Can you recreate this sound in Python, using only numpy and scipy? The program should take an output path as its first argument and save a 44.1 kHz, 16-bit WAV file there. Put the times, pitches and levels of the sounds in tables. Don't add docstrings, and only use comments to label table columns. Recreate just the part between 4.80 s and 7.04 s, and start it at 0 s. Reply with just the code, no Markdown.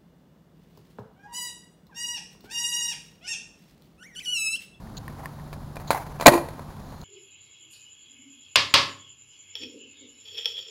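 import sys
import numpy as np
from scipy import signal
from scipy.fft import rfft, irfft, next_fast_len
from scipy.io import wavfile

SR = 44100
rng = np.random.default_rng(int(sys.argv[2]) if len(sys.argv) > 2 else 0)


def dump(signal):
    limited = np.clip(np.atleast_2d(signal).T, -1, 1)
    pcm = np.round(limited * 32767).astype(np.int16)
    wavfile.write(sys.argv[1], SR, pcm)


N = 98739
T = np.arange(N) / SR


def amp(db):
    return 10 ** (np.asarray(db) / 20)


def unit(x):
    return x / np.sqrt(np.mean(x ** 2) + 1e-20)


def level(rows):
    return amp(np.interp(T, *np.transpose(rows)))


def colour(x, points):
    size = next_fast_len(2 * N)
    size += size % 2
    hz, db = np.transpose(points)
    bins_hz = np.maximum(np.arange(size // 2 + 1) * SR / size, 1)
    gain = amp(np.interp(np.log(bins_hz), np.log(hz), db))
    cepstrum = irfft(np.log(gain))
    cepstrum[1:size // 2] *= 2
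    cepstrum[size // 2 + 1:] = 0
    response = np.exp(rfft(cepstrum))
    return irfft(rfft(x, size) * response)[:N]


def noise(points):
    return unit(colour(rng.standard_normal(N), points))


def drift(rate):
    return unit(np.interp(T * rate, np.arange(N), rng.standard_normal(N)))


def dying(start, t60):
    return (T >= start) * amp(-60 * np.maximum(T - start, 0) / t60)


def clicks(times, db):
    out = np.zeros(N)
    index = np.clip((np.asarray(times) * SR).astype(int), 0, N - 1)
    np.add.at(out, index, amp(db))
    return out


def ring(x, hz, t60):
    radius = amp(-60 / (t60 * SR))
    angle = 2 * np.pi * hz / SR
    poles = [1, -2 * radius * np.cos(angle), radius * radius]
    return signal.lfilter([0, np.sin(angle)], poles, x + 1e-18)


def high_pass(x, hz):
    return signal.sosfilt(signal.butter(2, hz, "high", fs=SR, output="sos"), x)


# frequency in Hz, level in dB.
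RUMBLE_COLOUR = [(15, -24.5), (25, -1), (96, -2), (119, -2.5), (152, -3.5), (173, -5), (227, -5.5),
                 (421, -19), (919, -18), (2420, -40), (4260, -34.5), (5580, -41), (15500, -42)]
RUMBLE_DB = -41


def outdoor_rumble():
    return amp(RUMBLE_DB) * noise(RUMBLE_COLOUR)


# time in seconds, level in dB.
HUM_LEVEL = [(0, -47.5), (.8, -42), (1.3, -46.5), (2.24, -48.5)]
HUM_HZ, HUM_UPPER_HZ, HUM_UPPER_DB = 146, 220, -14
HUM_WAVER, HUM_SWELL_DB = 0.014, 0.89


def distant_hum():
    clock = 2 * np.pi * np.cumsum(1 + HUM_WAVER * drift(14)) / SR
    low = np.sin(HUM_HZ * clock)
    upper = amp(HUM_UPPER_DB) * np.sin(HUM_UPPER_HZ * clock)
    return level(HUM_LEVEL) * unit(low + upper) * amp(HUM_SWELL_DB * drift(13))


# frequency in Hz, level in dB.
SCATTER_COLOUR = [(100, -17.5), (350, 0), (600, -4.5), (1000, -3), (2000, -8.5), (4000, -4.5), (7000, -5.5),
                  (11000, 1), (15000, -5.5)]
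SCATTER_DB, SCATTER_RISE_DB = -18, 9.5
SCATTER_PEAK_S, SCATTER_T60_S = 0.071, 0.27
FAR_DB, FAR_T60_S = -20.5, 1


def surroundings(x):
    rise = amp(SCATTER_RISE_DB * np.minimum(T / SCATTER_PEAK_S - 1, 0))
    fall = amp(-60 * np.maximum(T - SCATTER_PEAK_S, 0) / SCATTER_T60_S)
    far = amp(FAR_DB) * dying(SCATTER_PEAK_S, FAR_T60_S)
    response = rng.standard_normal(N) * (rise * fall + far)
    response = colour(response / np.sqrt(np.sum(response ** 2)), SCATTER_COLOUR)
    return amp(SCATTER_DB) * signal.fftconvolve(x, response)[:N]


# delay in seconds, level in dB before colouring.
SLAPS = [(.044, -25), (0.056, -29.5), (.073, -24)]
# frequency in Hz, level in dB.
SLAP_COLOUR = [(200, -12), (600, -2.5), (1000, -6.5), (2000, -6.5), (4000, -10.5), (15000, -3)]
SLAP_SMEAR_S = .012


def wall_slaps(x):
    bursts = sum(amp(db) * dying(delay, SLAP_SMEAR_S) for delay, db in SLAPS)
    bursts = bursts / np.sqrt(np.sum(dying(0, SLAP_SMEAR_S) ** 2))
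    response = colour(bursts * rng.standard_normal(N), SLAP_COLOUR)
    return signal.fftconvolve(x, response)[:N]


# time in seconds, level in dB.
ROLL_LEVEL = [(0, -56.5), (.25, -53.5), (.4, -49.5), (.55, -50.5), (.85, -56), (1.05, -50), (1.25, -44),
              (1.38, -48.5), (1.7, -46), (1.95, -49.5), (2.24, -51.5)]
# frequency in Hz, level in dB.
ROLL_COLOUR = [(150, -17.5), (400, -5), (900, 0), (1500, -9), (2800, -22.5), (4500, -25), (9000, -26),
               (15000, -25)]
ROLL_ROUGH_DB = 2.5


def rolling():
    grinding = noise(ROLL_COLOUR) * amp(ROLL_ROUGH_DB * drift(120))
    return level(ROLL_LEVEL) * unit(grinding)


# start in seconds, length in seconds, level in dB.
RUBS = [(0.168, 0.016, -40), (1.074, .028, -47), (1.078, 0.0034, -44.5), (1.4096, 0.0021, -31),
        (1.4669, 0.0024, 5.5), (2.214, 0.0029, -47.5)]
# frequency in Hz, level in dB.
METAL_COLOUR = [(1500, -62.5), (2600, -12.5), (3500, -9), (4200, 4.5), (5400, -19.5), (6800, 0),
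                (8500, -28), (13000, -24.5), (15400, -9.5)]
RUB_FADE_S = 0.0011
BEARING_DB, BEARING_START_S = -62, 1.97


def metal():
    envelope = amp(BEARING_DB) * np.clip((T - BEARING_START_S) * 10, 0, 1)
    for start, length, db in RUBS:
        past_edge = np.maximum(np.abs(T - start - length / 2) - length / 2, 0)
        envelope = envelope + amp(db) * np.exp(-past_edge / RUB_FADE_S) * (T >= start)
    return noise(METAL_COLOUR) * envelope


# start in seconds, length in seconds, level in dB.
SCUFFS = [(0.377, 0.041, -44), (.428, 0.03, -39.5), (0.967, 0.0096, -40.5), (0.998, 0.033, -41),
          (1.064, .04, -43.5), (1.142, 0.018, -24), (1.156, 0.019, -29.5), (1.17, 0.019, -28.5),
          (1.182, 0.045, -35.5)]
# frequency in Hz, level in dB.
SCUFF_COLOUR = [(200, -16.5), (500, -7.5), (750, 5), (1050, 1), (1400, -11.5), (2100, -10.5), (3000, -28.5),
                (4300, -25), (8000, -26), (15000, -21.5)]
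SCUFF_GRAIN_DB = 2.6


def scuffs():
    swell = sum(amp(db) * np.sin(np.pi * np.clip((T - start) / length, 0, 1))
                for start, length, db in SCUFFS)
    return swell * unit(noise(SCUFF_COLOUR) * amp(SCUFF_GRAIN_DB * drift(470)))


# frequency in Hz, level in dB.
CRACK_COLOUR = [(100, -19), (300, -8.5), (800, 8.5), (1500, 7), (2300, 2), (3000, -9.5), (4200, 2),
                (5500, -11.5), (8000, -4.5), (15000, -8)]
# start in seconds, level in dB.
CREAKS = [(0.0721, -44), (0.2801, -30), (0.4375, -47), (0.4577, -25.5), (.598, -42.5)]
# frequency in Hz, level in dB, t60 in seconds.
CREAK_MODES = [(1072, -3, 0.031), (1810, -0.5, 0.018), (1990, -15, 0.022), (4840, -15, 0.0085),
               (9120, -10, 0.015), (12850, -11, .02)]
SNAP_DB, SNAP_T60_S = -14.5, .03


def creaks():
    times, levels_db = np.transpose(CREAKS)
    snap = sum(amp(db + SNAP_DB) * dying(start, SNAP_T60_S) for start, db in CREAKS)
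    slips = clicks(times, levels_db)
    ringing = sum(amp(db) * ring(slips, hz, t60) for hz, db, t60 in CREAK_MODES)
    return snap * noise(CRACK_COLOUR) + ringing


# time in seconds, thud level in dB before the low cut, ring level in dB.
LOADS = [(1.46, -10.5, -32), (1.480, -6, -14), (1.520, -34, -14), (1.540, -36, -14.5), (1.5551, -38, -18)]
THUD_HZ, THUD_T60_S, THUD_LOW_CUT_HZ = 141.2, 0.07, 147
FLEX_HZ, FLEX_T60_S = 343.8, 0.13


def loads():
    times, thud_db, ring_db = np.transpose(LOADS)
    thud = ring(clicks(times, thud_db), THUD_HZ, THUD_T60_S)
    flex = ring(clicks(times, ring_db), FLEX_HZ, FLEX_T60_S)
    return high_pass(thud, THUD_LOW_CUT_HZ) + flex


# time in seconds, wood level in dB, crack level in dB, crack t60 in seconds.
BLOWS = [(.7292, -37, -35, 0.048), (0.738, -43, -40, 0.035), (0.957, -42, -37.5, 0.042),
         (0.9677, -33.5, -36, 0.035), (0.9987, -38.5, -41, 0.039), (1.1055, -12.5, -15.5, 0.088),
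         (1.130, -25.5, -26.5, 0.053), (1.3988, -29.5, -34.5, .05), (1.411, -25, -22.5, 0.044),
         (1.4244, -22, -29.5, 0.11), (1.457, -18, -21, 0.025), (1.4602, 8.5, 1, 0.024),
         (1.4668, 3, 4, 0.026), (1.4785, 4, -2, 0.062), (1.482, 0, -6.5, 0.022), (1.488, -10.5, -17, 0.039),
         (1.521, -25.5, -23.5, 0.096), (1.538, -17.5, -23, 0.086), (1.578, -22, -29, 0.038),
         (1.6867, -37.5, -37.5, 0.049), (1.794, -38, -39, 0.025)]
# frequency in Hz, level in dB before filtering, t60 in seconds.
DECK_MODES = [(234, -22.5, 0.1), (298.4, -18, 0.17), (549, -18, 0.039), (584.5, -10, 0.067),
              (687, -6, 0.069), (784.4, -5.5, 0.02), (895, -11.5, 0.055), (959, -9.5, 0.081),
              (1001, -8.5, 0.07), (1080, -14, 0.032), (1320, -23.5, .04), (1522, -25.5, 0.052),
              (1890, -15, .03), (2401, -17.5, 0.048), (2576, -26, 0.048)]
MODE_SPREAD_DB = 4.5
CONTACT_HZ, DECK_LOW_CUT_HZ = 5000, 174


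def blows():
    times, wood_db, _, _ = np.transpose(BLOWS)
    spread_db = MODE_SPREAD_DB * rng.standard_normal((len(times), len(DECK_MODES)))
    wood = np.zeros(N)
    for k, (hz, db, t60) in enumerate(DECK_MODES):
        wood += ring(clicks(times, wood_db + db + spread_db[:, k]), hz, t60)
    wood = signal.lfilter(*signal.butter(1, CONTACT_HZ, fs=SR), wood)
    wood = high_pass(wood, DECK_LOW_CUT_HZ)
    power = sum((amp(db) * dying(start, t60)) ** 2 for start, _, db, t60 in BLOWS)
    crack = colour(np.sqrt(power) * rng.standard_normal(N), CRACK_COLOUR)
    return wood + crack


METAL_ECHO_DB = -8.5


def scene():
    background = outdoor_rumble() + distant_hum()
    hardware = metal()
    board = scuffs() + creaks() + loads() + blows()
    carried = board + amp(METAL_ECHO_DB) * hardware
    echoes = surroundings(carried) + wall_slaps(carried)
    return (background + echoes + rolling() + hardware + board)[None]


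# frequency in Hz, level in dB.
MIC_COLOUR = [(20, -0.5), (7200, 0.5), (8300, -7.5), (10000, 4), (11000, 4.5), (12000, 3.5), (13900, -10),
              (15200, -2.5)]
OVERLOAD = 0.95
NOTCH_HZ, NOTCH_Q, CUTOFF_HZ = 11010, 9.5, 15800


def record(dry):
    clipped = np.clip(colour(dry[0], MIC_COLOUR), -OVERLOAD, OVERLOAD)
    notched = signal.lfilter(*signal.iirnotch(NOTCH_HZ, NOTCH_Q, fs=SR), clipped)
    steep_cut = signal.ellip(10, .1, 80, CUTOFF_HZ, fs=SR, output="sos")
    return signal.sosfilt(steep_cut, notched)[None]


dry = scene()
out = record(dry)
dump(out)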